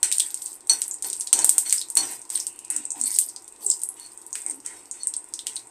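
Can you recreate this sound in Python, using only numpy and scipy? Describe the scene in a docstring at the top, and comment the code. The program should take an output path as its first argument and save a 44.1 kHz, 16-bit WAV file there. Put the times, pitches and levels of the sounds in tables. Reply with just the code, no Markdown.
"""Cashews and raisins frying in ghee

At a kitchen stove, close to a small steel pan. Steam bubbles spit and crackle in a little fat.
A steel spoon knocks, rings and scrapes along the pan, and its strokes make the sizzle flare;
the gas flame rushes softly behind. One phone microphone: its port resonates in the treble,
and it overloads on the sharpest cracks."""
import sys
import numpy as np
from scipy import signal
from scipy.fft import rfft, irfft, next_fast_len
from scipy.io import wavfile
from scipy.ndimage import map_coordinates

SR = 44100
rng = np.random.default_rng(int(sys.argv[2]) if len(sys.argv) > 2 else 0)


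def output_pcm(signal):
    """Save a mono or channel-first signal as 16-bit PCM at the path in sys.argv[1].

    Samples are clipped to [-1, 1] before scaling.
    """
    pcm = np.clip(np.atleast_2d(signal).T, -1, 1) * 32767
    wavfile.write(sys.argv[1], SR, np.round(pcm).astype(np.int16))


N = 251610
TIME = np.arange(N) / SR
HIT_SIZE = 16384   # samples in one crack with its echoes
REST_SIZZLE_DB = -43.5   # the sizzle's gain between strokes

# Levels are relative within each column.
# the loudest steam bubbles bursting in the fat: t/s, level/dB, f/Hz, Q
STEAM_BURSTS = [(0.1155, -10, 2530, 3.4), (0.125, -8, 4020, 5.2), (0.1827, -9, 4900, 0.93),
                (0.198, -9.5, 4050, 2.6), (0.2021, -6.5, 3380, 7.9), (0.3434, -12, 5300, 0.78),
                (0.4213, -17.5, 6200, 0.89), (0.4598, -18.5, 6900, 1.44), (.5302, -26, 8050, 1.4),
                (0.6717, -21, 8600, 0.69), (.8181, -7, 2700, 0.84), (0.8803, -18, 11300, 3.8),
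                (0.9116, -26, 7080, 18), (0.942, -24.5, 7800, 3.1), (1.0241, -13, 5360, 0.93),
                (1.0455, -15, 3000, 0.66), (1.1007, -16, 5200, 1.5), (1.1305, -13, 4200, 1.4),
                (1.1988, -22, 10400, 12), (1.2088, -14.5, 5540, 1.9), (1.221, -20, 3250, 0.48),
                (1.2725, -17, 4100, 3.2), (1.3903, -11.5, 6300, 6), (1.445, 4.5, 3960, 0.81),
                (1.493, 6.5, 3330, 0.74), (1.528, -11, 8100, .7), (1.5814, 4.5, 2400, 0.39),
                (1.6965, -15, 5760, 3.8), (1.7074, -15.5, 3880, 2.9), (1.726, 1, 1820, 1.46),
                (1.781, -20, 5100, 15), (1.8147, -18.5, 4060, 9.5), (1.9015, -11.5, 8950, 0.82),
                (1.9533, -6.5, 8650, 0.74), (2.302, -13.5, 3500, 0.52), (2.3533, -22, 4030, 10),
                (2.3752, -17.5, 2620, 1.6), (2.4, -19.5, 5450, 9.6), (2.4678, -11, 4740, 0.64),
                (2.5904, -17, 5500, 0.38), (2.6487, -22.5, 5000, 0.5), (2.7023, -13, 9460, 2.9),
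                (2.764, -15.5, 7400, 2.9), (2.853, -28, 8000, 6), (2.905, -23.5, 6830, 7.4),
                (2.918, -28.5, 8240, 6.5), (3.0134, -15, 6900, 2.5), (3.038, -22, 7970, 9.1),
                (3.187, 5.5, 3130, 0.22), (3.3622, -25.5, 4920, 4.9), (3.4793, -20, 6100, 0.41),
                (3.6647, -23.5, 7870, 18), (3.701, -13, 7320, 8.9), (3.7143, -20, 5080, 13),
                (3.8174, -18, 8100, 1.06), (3.835, -13.5, 10450, 4.2), (3.889, -22.5, 10730, 31),
                (4.216, -35, 10200, 3.7), (4.265, -25, 11300, 2.9), (4.3293, -24, 6700, 7.1),
                (4.3544, -15, 1800, 2.3), (4.4635, -27.5, 8300, 6.6), (4.498, -27, 8860, 8),
                (4.5104, -19.5, 6560, 1.1), (4.6621, -19.5, 6040, 1.8), (4.9124, -25, 6900, 5.8),
                (5.0334, -28, 8440, 6), (5.071, -18, 8400, 4.7), (5.1387, -19.5, 4450, 2.5),
                (5.1658, -29, 8500, 13), (5.3382, -19, 5550, 4.2), (5.3914, -21, 3640, 6),
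                (5.4688, -11.5, 3060, 3.7), (5.5576, -33, 8750, 14), (5.5652, -22.5, 4020, 9)]
# spectrum of the sizzling fat: f/Hz, level/dB
SIZZLE_SPECTRUM = [(1500, -56), (3000, -13), (5000, -4.5), (7000, -9), (10000, -2), (15000, 7)]
# strokes of the spoon: t/s, length/s, bowl dragging/dB, edge grating/dB, sizzle flare/dB
SPOON_STROKES = [(0.031, 0.016, -45, -29.5, -40), (0.109, 0.18, -64, -42, -20),
                 (.36, 0.16, -75, -55.5, -23.5), (0.697, 0.013, -41.5, -32.5, -12.5),
                 (0.764, 0.13, -54.5, -46.5, -28), (1.037, 0.024, -46, -41.5, -17),
                 (1.137, 0.11, -76, -55, -28), (1.345, 0.12, -35.5, -35, -33),
                 (1.504, 0.11, -46.5, -42, -36), (1.651, 0.14, -69, -40, -17),
                 (1.962, 0.17, -40, -36, -18.5), (2.298, 0.1, -51, -44, -16.5),
                 (2.7, 0.075, -50.5, -38.5, -38), (2.951, 0.051, -48.5, -46.5, -23),
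                 (3.035, 0.18, -55.5, -48, -11.5), (3.596, 0.16, -54.5, -75, -21.5),
                 (3.962, .17, -77, -52.5, -35.5), (4.347, 0.042, -64, -42.5, -22),
                 (4.453, 0.093, -50.5, -56, -34), (4.647, 0.16, -52.5, -45, -53),
                 (4.935, 0.48, -63, -49, -58), (5.46, .12, -56.5, -46.5, -37)]
# spoon meets pan: t/s, click/dB, spoon ring/dB, pan ring/dB
SPOON_KNOCKS = [(0.0299, 2.5, -36, -64), (0.6955, -3.5, -21.5, -42.5), (1.0467, -42, -40.5, -56),
                (1.329, 10.5, -23, -34), (1.385, -31, -56, -37), (1.419, -13, -41, -54),
                (1.661, -21, -37.5, -51), (1.9708, 5.5, -23.5, -39), (2.031, -25, -32, -41)]
# the spoon's edge rubs on bare steel: t/s, length/s, level/dB
SPOON_RUBS = [(1.41, .05, -39), (1.67, 0.12, -46), (2.96, .23, -51), (3.97, .15, -52.5), (4.985, .085, -47)]
# the sliding spoon catches: t/s, length/s, starting f/Hz, level/dB
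SPOON_CATCHES = [(1.04, 0.11, 440, -53.5), (2.32, 0.72, 2910, -60), (2.71, 0.14, 305, -48),
                 (2.93, 0.18, 295, -45), (2.93, 0.083, 835, -48), (3.02, 0.18, 2300, -54),
                 (3.61, 0.084, 820, -51.5), (3.62, 0.11, 430, -47), (4.46, 0.19, 305, -50.5),
                 (4.44, 0.097, 2290, -52.5), (4.645, .12, 2110, -52)]
# the spoon's modes: f/Hz, level/dB, t60/s
SPOON_MODES = [(4368, -1, .17), (5832, -9, .28), (6057, 0, .16), (6718, -16, .1), (8280, -9, .1),
               (8603, -13, .09)]
# the pan's modes, damped by the food: f/Hz, level/dB, t60/s
PAN_MODES = [(270, -7, .45), (328, -10, .28), (400, -12, .2), (620, -9, .25), (781, -3, .28), (922, -4, .3),
             (1093, -10, .25), (1370, -8, .2), (1600, -9, .22), (1790, -7, .15), (2277, -8, .18),
             (2480, -6, .16), (3060, 0, .13), (3548, -4, .14), (3950, -5, .16), (4990, -11, .14)]
# spectrum of the spoon's bowl dragging on the pan: f/Hz, level/dB
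DRAG_SPECTRUM = [(90, -17), (120, -6), (160, -28), (210, -14), (265, 2), (340, 5), (420, 0), (560, -9),
                 (680, -12), (780, -8), (930, -3), (1300, -19)]
# spectrum of the spoon's edge grating: f/Hz, level/dB
GRATE_SPECTRUM = [(900, -39), (1500, 7.5), (2200, -1.5), (3000, -4), (4500, -34), (8000, 0.5)]
# spectrum of the burner and the kitchen behind it: f/Hz, level/dB
BURNER_SPECTRUM = [(25, -9), (40, -9), (65, -19), (113, -16), (165, -26), (250, -7), (340, -1), (440, -8),
                   (600, -15), (780, -10), (940, -8), (1400, -17), (1700, -19), (2400, -26)]


def spits():
    """Single loud bursts of steam through the fat; the harder, the snappier."""
    out = np.zeros(N)
    for start, db, hz, q in STEAM_BURSTS:
        add(out, start, from_db(db) * crack(hz, q, snap=-0.39 + 0.14 * (db + 13)))
    return out


def sizzle(flare, bubble_q=13.5):
    """A mist of tiny bursts, with sparser bubbles that each ring briefly at a pitch of their own."""
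    f = np.fft.rfftfreq(N, 1 / SR)
    mist = coloured(grains(per_s=8000), SIZZLE_SPECTRUM)
    rings = sum(rfft(grains(per_s=25, spread_db=4)) * resonance(f, hz, bubble_q) * 1j * f / hz
                for hz in np.geomspace(3000, 13000, 16))
    bubbles = coloured(in_kitchen(irfft(rings, N)), SIZZLE_SPECTRUM)
    spurts = from_db(2.2 * drift(per_s=45))
    return flare * spurts * (from_db(-26.5) * mist + from_db(-26) * bubbles)


def crackle(flare, count=90, low_hz=3700, high_hz=10500):
    """Fainter bursts at random moments and pitches, stronger while the sizzle flares."""
    out = np.zeros(N)
    boost = (flare / from_db(REST_SIZZLE_DB)) ** 0.58
    for k, (when, pitch, strength) in enumerate(rng.random((count, 3))):
        i = int((k + when) / count * N)
        hz = low_hz * (high_hz / low_hz) ** pitch
        gain = from_db(-42.5 + 6 * strength) * boost[i]
        add(out, i / SR, gain * crack(hz, q=3.16, snap=-0.39))
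    return out


def stirring():
    """Gains of drag, grating and sizzle: the spoon bites, eases, lifts; wet food meets hot steel."""
    drag_db, grate_db, sizzle_db = np.transpose(SPOON_STROKES)[2:]
    contact = dict(attack_s=0.0027, sag_db_per_s=38.5, release_db_per_s=128)
    drag = swells(drag_db, rest_db=-57.5, **contact)
    grate = swells(grate_db, rest_db=-60.5, **contact)
    flare = swells(sizzle_db, REST_SIZZLE_DB, attack_s=0.029, sag_db_per_s=0, release_db_per_s=197)
    return drag, grate, flare


def knocks():
    """Steel on steel: a click, then spoon and pan ring on."""
    clicks, spoon_rings, pan_rings = np.zeros((3, N))
    for start, click_db, spoon_db, pan_db in SPOON_KNOCKS:
        lowest, *upper = ringing(SPOON_MODES, scatter_db=3)
        upper_db = 1.08 * spoon_db - 2.5   # a harder knock rings brighter
        pan = ringing(PAN_MODES, scatter_db=0.5).sum(axis=0)
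        add(clicks, start, from_db(click_db) * crack(hz=2200, q=0.41, snap=-0.49))
        add(spoon_rings, start, from_db(spoon_db) * lowest + from_db(upper_db) * sum(upper))
        add(pan_rings, start, from_db(pan_db) * pan)
    flutter = from_db(2.5 * drift(per_s=120))   # the spoon chatters along the pan
    return clicks + spoon_rings * flutter + radiated(pan_rings)


def scraping(drag, grate, damping=7.9):
    """The spoon sticks and slips; as the contact travels, it favours one pan mode after another."""
    slips = in_kitchen(grains(per_s=2500))
    out = from_db(-4.5) * drag * coloured(slips, DRAG_SPECTRUM)
    out += from_db(-10) * grate * coloured(slips, GRATE_SPECTRUM)
    for hz, db, t60 in PAN_MODES[:-4]:   # rubbing hardly reaches the highest modes
        mode = radiated(rubbed(slips, hz, t60 / damping))   # the pressed spoon shortens the ring
        force = from_db(-15) * drag if hz < 1200 else from_db(-24.5) * grate
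        out += force * mode * from_db(db + 5.5 * drift(per_s=11))
    return out


def pan_shimmer(grate, count=26, low_hz=1929, high_hz=7190, t60=0.067):
    """Grating excites the pan's close-set upper modes, now one, now another."""
    slips = grains(per_s=2500)
    steps = (np.arange(count) + rng.random(count)) / count
    pitches = low_hz * (high_hz / low_hz) ** steps
    modes = sum(rubbed(slips, hz, t60) * from_db(4.5 * drift(per_s=11)) for hz in pitches)
    return from_db(-10.5) * grate * rms_one(modes)


def singing(damping=2.5):
    """The rubbed spoon swells into an unsteady ring, mostly in its lowest mode; contact damps it."""
    pressure = np.zeros(N)
    for start, length, db in SPOON_RUBS:
        add(pressure, start, from_db(db) * signal.windows.hann(int(length * SR)))
    slips = grains(per_s=2500)
    lowest, *upper = (from_db(db) * rubbed(slips, hz, t60 / damping) for hz, db, t60 in SPOON_MODES[:3])
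    return pressure * (lowest + from_db(-13) * sum(upper))


def squeaks(pitch_sag=0.14, jitters_per_cycle=0.24):
    """The sliding spoon catches: a narrow groan or rasp that swells and falls in pitch."""
    out = np.zeros(N)
    for start, length, hz, db in SPOON_CATCHES:
        size = int(length * SR)
        phase = 2 * np.pi * np.cumsum(np.linspace(hz, hz * (1 - pitch_sag), size)) / SR
        travel = TIME[:size] * hz * jitters_per_cycle
        jitter = [np.interp(travel, np.arange(400), knots) for knots in rng.standard_normal((2, 400))]
        rasp = jitter[0] * np.sin(phase) + jitter[1] * np.cos(phase)
        add(out, start, from_db(db) * signal.windows.tukey(size, 0.7) * rasp)
    return out


def burner(hum_hz=119):
    """Behind the pan, the soft rush of the gas flame and a faint hum in the kitchen."""
    hum = coloured(rng.standard_normal(N), [(hum_hz * 0.7, -30), (hum_hz, 0), (hum_hz * 1.4, -30)])
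    flame = coloured(rng.standard_normal(N), BURNER_SPECTRUM)
    return from_db(-61.5) * flame + from_db(-78) * hum


def echoes():
    """From one spot in the pan to the microphone: direct sound, bounces in the pan, then the kitchen."""
    t = TIME[:HIT_SIZE]
    path = np.zeros(HIT_SIZE)
    pan, kitchen = (-0.5, 0.012, 0.0004), (-1, 0.16, 0.003)
    for db, t60, delay_s in (pan, kitchen):
        bounces = rng.standard_normal(HIT_SIZE) * from_db(-60 * t / t60) * (t > delay_s)
        path += from_db(db) * bounces / np.linalg.norm(bounces)
    path[0] = 1
    return path


def in_kitchen(x):
    """A continuous sound with its echoes."""
    return signal.fftconvolve(x, echoes())[:N]


def crack(hz, q, snap):
    """A sudden pulse that radiates poorly below its resonance; snap is the exponent of its treble tilt."""
    f = np.fft.rfftfreq(2 * HIT_SIZE, 1 / SR)
    body = (f / hz) ** 2 * resonance(f, hz, q)
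    treble = ((1 + 1j * f / 8000) / np.sqrt(2)) ** snap
    rise = resonance(f, hz=15000, q=0.9) ** 2
    return irfft(body * treble * rise * rfft(echoes(), 2 * HIT_SIZE))[:HIT_SIZE]


def ringing(modes, scatter_db):
    """One row per mode: a dying sine, struck a little differently each time."""
    hz, db, t60 = np.transpose(modes)[:, :, None]
    t = TIME[:2 * HIT_SIZE]
    strength = from_db(db + scatter_db * rng.standard_normal(db.shape)) * rng.choice([-1, 1], db.shape)
    return strength * from_db(-60 * t / t60) * np.sin(2 * np.pi * hz * t)


def rubbed(slips, hz, t60):
    """One mode kept ringing by a run of slips; rms 1."""
    decay = from_db(-60 / (t60 * SR))
    feedback = [1, -2 * decay * np.cos(2 * np.pi * hz / SR), decay ** 2]
    return rms_one(signal.lfilter([1, 0, -1], feedback, slips))


def radiated(x, low_hz=230):
    """The small pan radiates little below its lowest mode."""
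    return signal.sosfilt(signal.butter(4, low_hz, "high", fs=SR, output="sos"), x)


def swells(levels_db, rest_db, attack_s, sag_db_per_s, release_db_per_s):
    """A gain that rises with each stroke, sags while it lasts and dies back to a resting level."""
    power = from_db(rest_db) ** 2
    for (start, length, *_), db in zip(SPOON_STROKES, levels_db):
        t = np.maximum(TIME - start, 0)
        fall_db = sag_db_per_s * t + release_db_per_s * np.maximum(t - length, 0)
        power = power + (np.minimum(t / attack_s, 1) * from_db(db - fall_db)) ** 2
    return np.sqrt(power)


def grains(per_s, spread_db=3):
    """Random clicks of uneven size."""
    sizes = from_db(spread_db * np.minimum(rng.exponential(1, N), 3.5)) * rng.choice([-1, 1], N)
    return sizes * (rng.random(N) < per_s / SR)


def drift(per_s):
    """A smooth random wander with a spread of about 1."""
    knots = rng.standard_normal(int(TIME[-1] * per_s) + 2)
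    coarse = TIME[::32]
    return np.interp(TIME, coarse, map_coordinates(knots, [coarse * per_s], order=3, mode="nearest"))


def coloured(x, spectrum):
    """Give a steady signal a spectrum that rolls off past both ends; rms 1."""
    hz, db = np.transpose(spectrum)
    f = np.maximum(np.fft.rfftfreq(N, 1 / SR), 1)
    shape = from_db(np.interp(np.log(f), np.log(hz), db))
    rolloff = np.minimum(f / hz[0], 1) ** 2 * np.minimum(hz[-1] / f, 1) ** 2
    return rms_one(irfft(rfft(x) * shape * rolloff, N))


def resonance(f, hz, q):
    """Response of a mass on a spring, with Q no lower than 0.4."""
    return 1 / (1 - (f / hz) ** 2 + 1j * f / (hz * max(q, 0.4)))


def from_db(db):
    """Decibels to gain."""
    return 10 ** (np.asarray(db) / 20)


def rms_one(x):
    """Scale to unit power."""
    return x / np.sqrt(np.mean(x ** 2) + 1e-20)


def add(out, start_s, sound):
    """Mix a sound in at a time."""
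    i = round(start_s * SR)
    out[i:i + len(sound)] += sound[:max(0, N - i)]


def limiter(x, threshold_db=0.5, release_db_per_s=250, attack_s=0.013):
    """Loud cracks slip through, then the phone's gain ducks for a moment."""
    over_db = np.maximum(20 * np.log10(np.abs(x) + 1e-9) - threshold_db, 0)
    release_db = release_db_per_s * TIME
    held_db = np.maximum.accumulate(over_db + release_db, axis=-1) - release_db
    lag = np.exp(-1 / (attack_s * SR))
    return x * from_db(-signal.lfilter([1 - lag], [1, -lag], held_db))


def scene():
    """Close at the stove, in mono: fat and spoon in front, the burner behind."""
    drag, grate, flare = stirring()
    frying = spits() + crackle(flare) + sizzle(flare)
    spoon = knocks() + scraping(drag, grate) + pan_shimmer(grate) + singing() + squeaks()
    return (frying + spoon + burner())[None]


def record(dry, port_hz=8408, port_q=12.9, cutoff_hz=15400):
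    """The phone microphone: its port rings, peaks are limited and flattened, and the top is cut."""
    size = next_fast_len(N + HIT_SIZE)
    port = resonance(np.fft.rfftfreq(size, 1 / SR), port_hz, port_q)
    limited = limiter(irfft(rfft(dry, size) * port, size)[:, :N])
    ceiling = 0.7 * (1 + 0.03 * np.sign(limited))   # lopsided overload adds a soft thump
    flattened = limited / (1 + (limited / ceiling) ** 6) ** (1 / 6)
    return signal.sosfilt(signal.ellip(10, 0.1, 70, cutoff_hz, fs=SR, output="sos"), flattened)


dry = scene()
out = record(dry)
output_pcm(out)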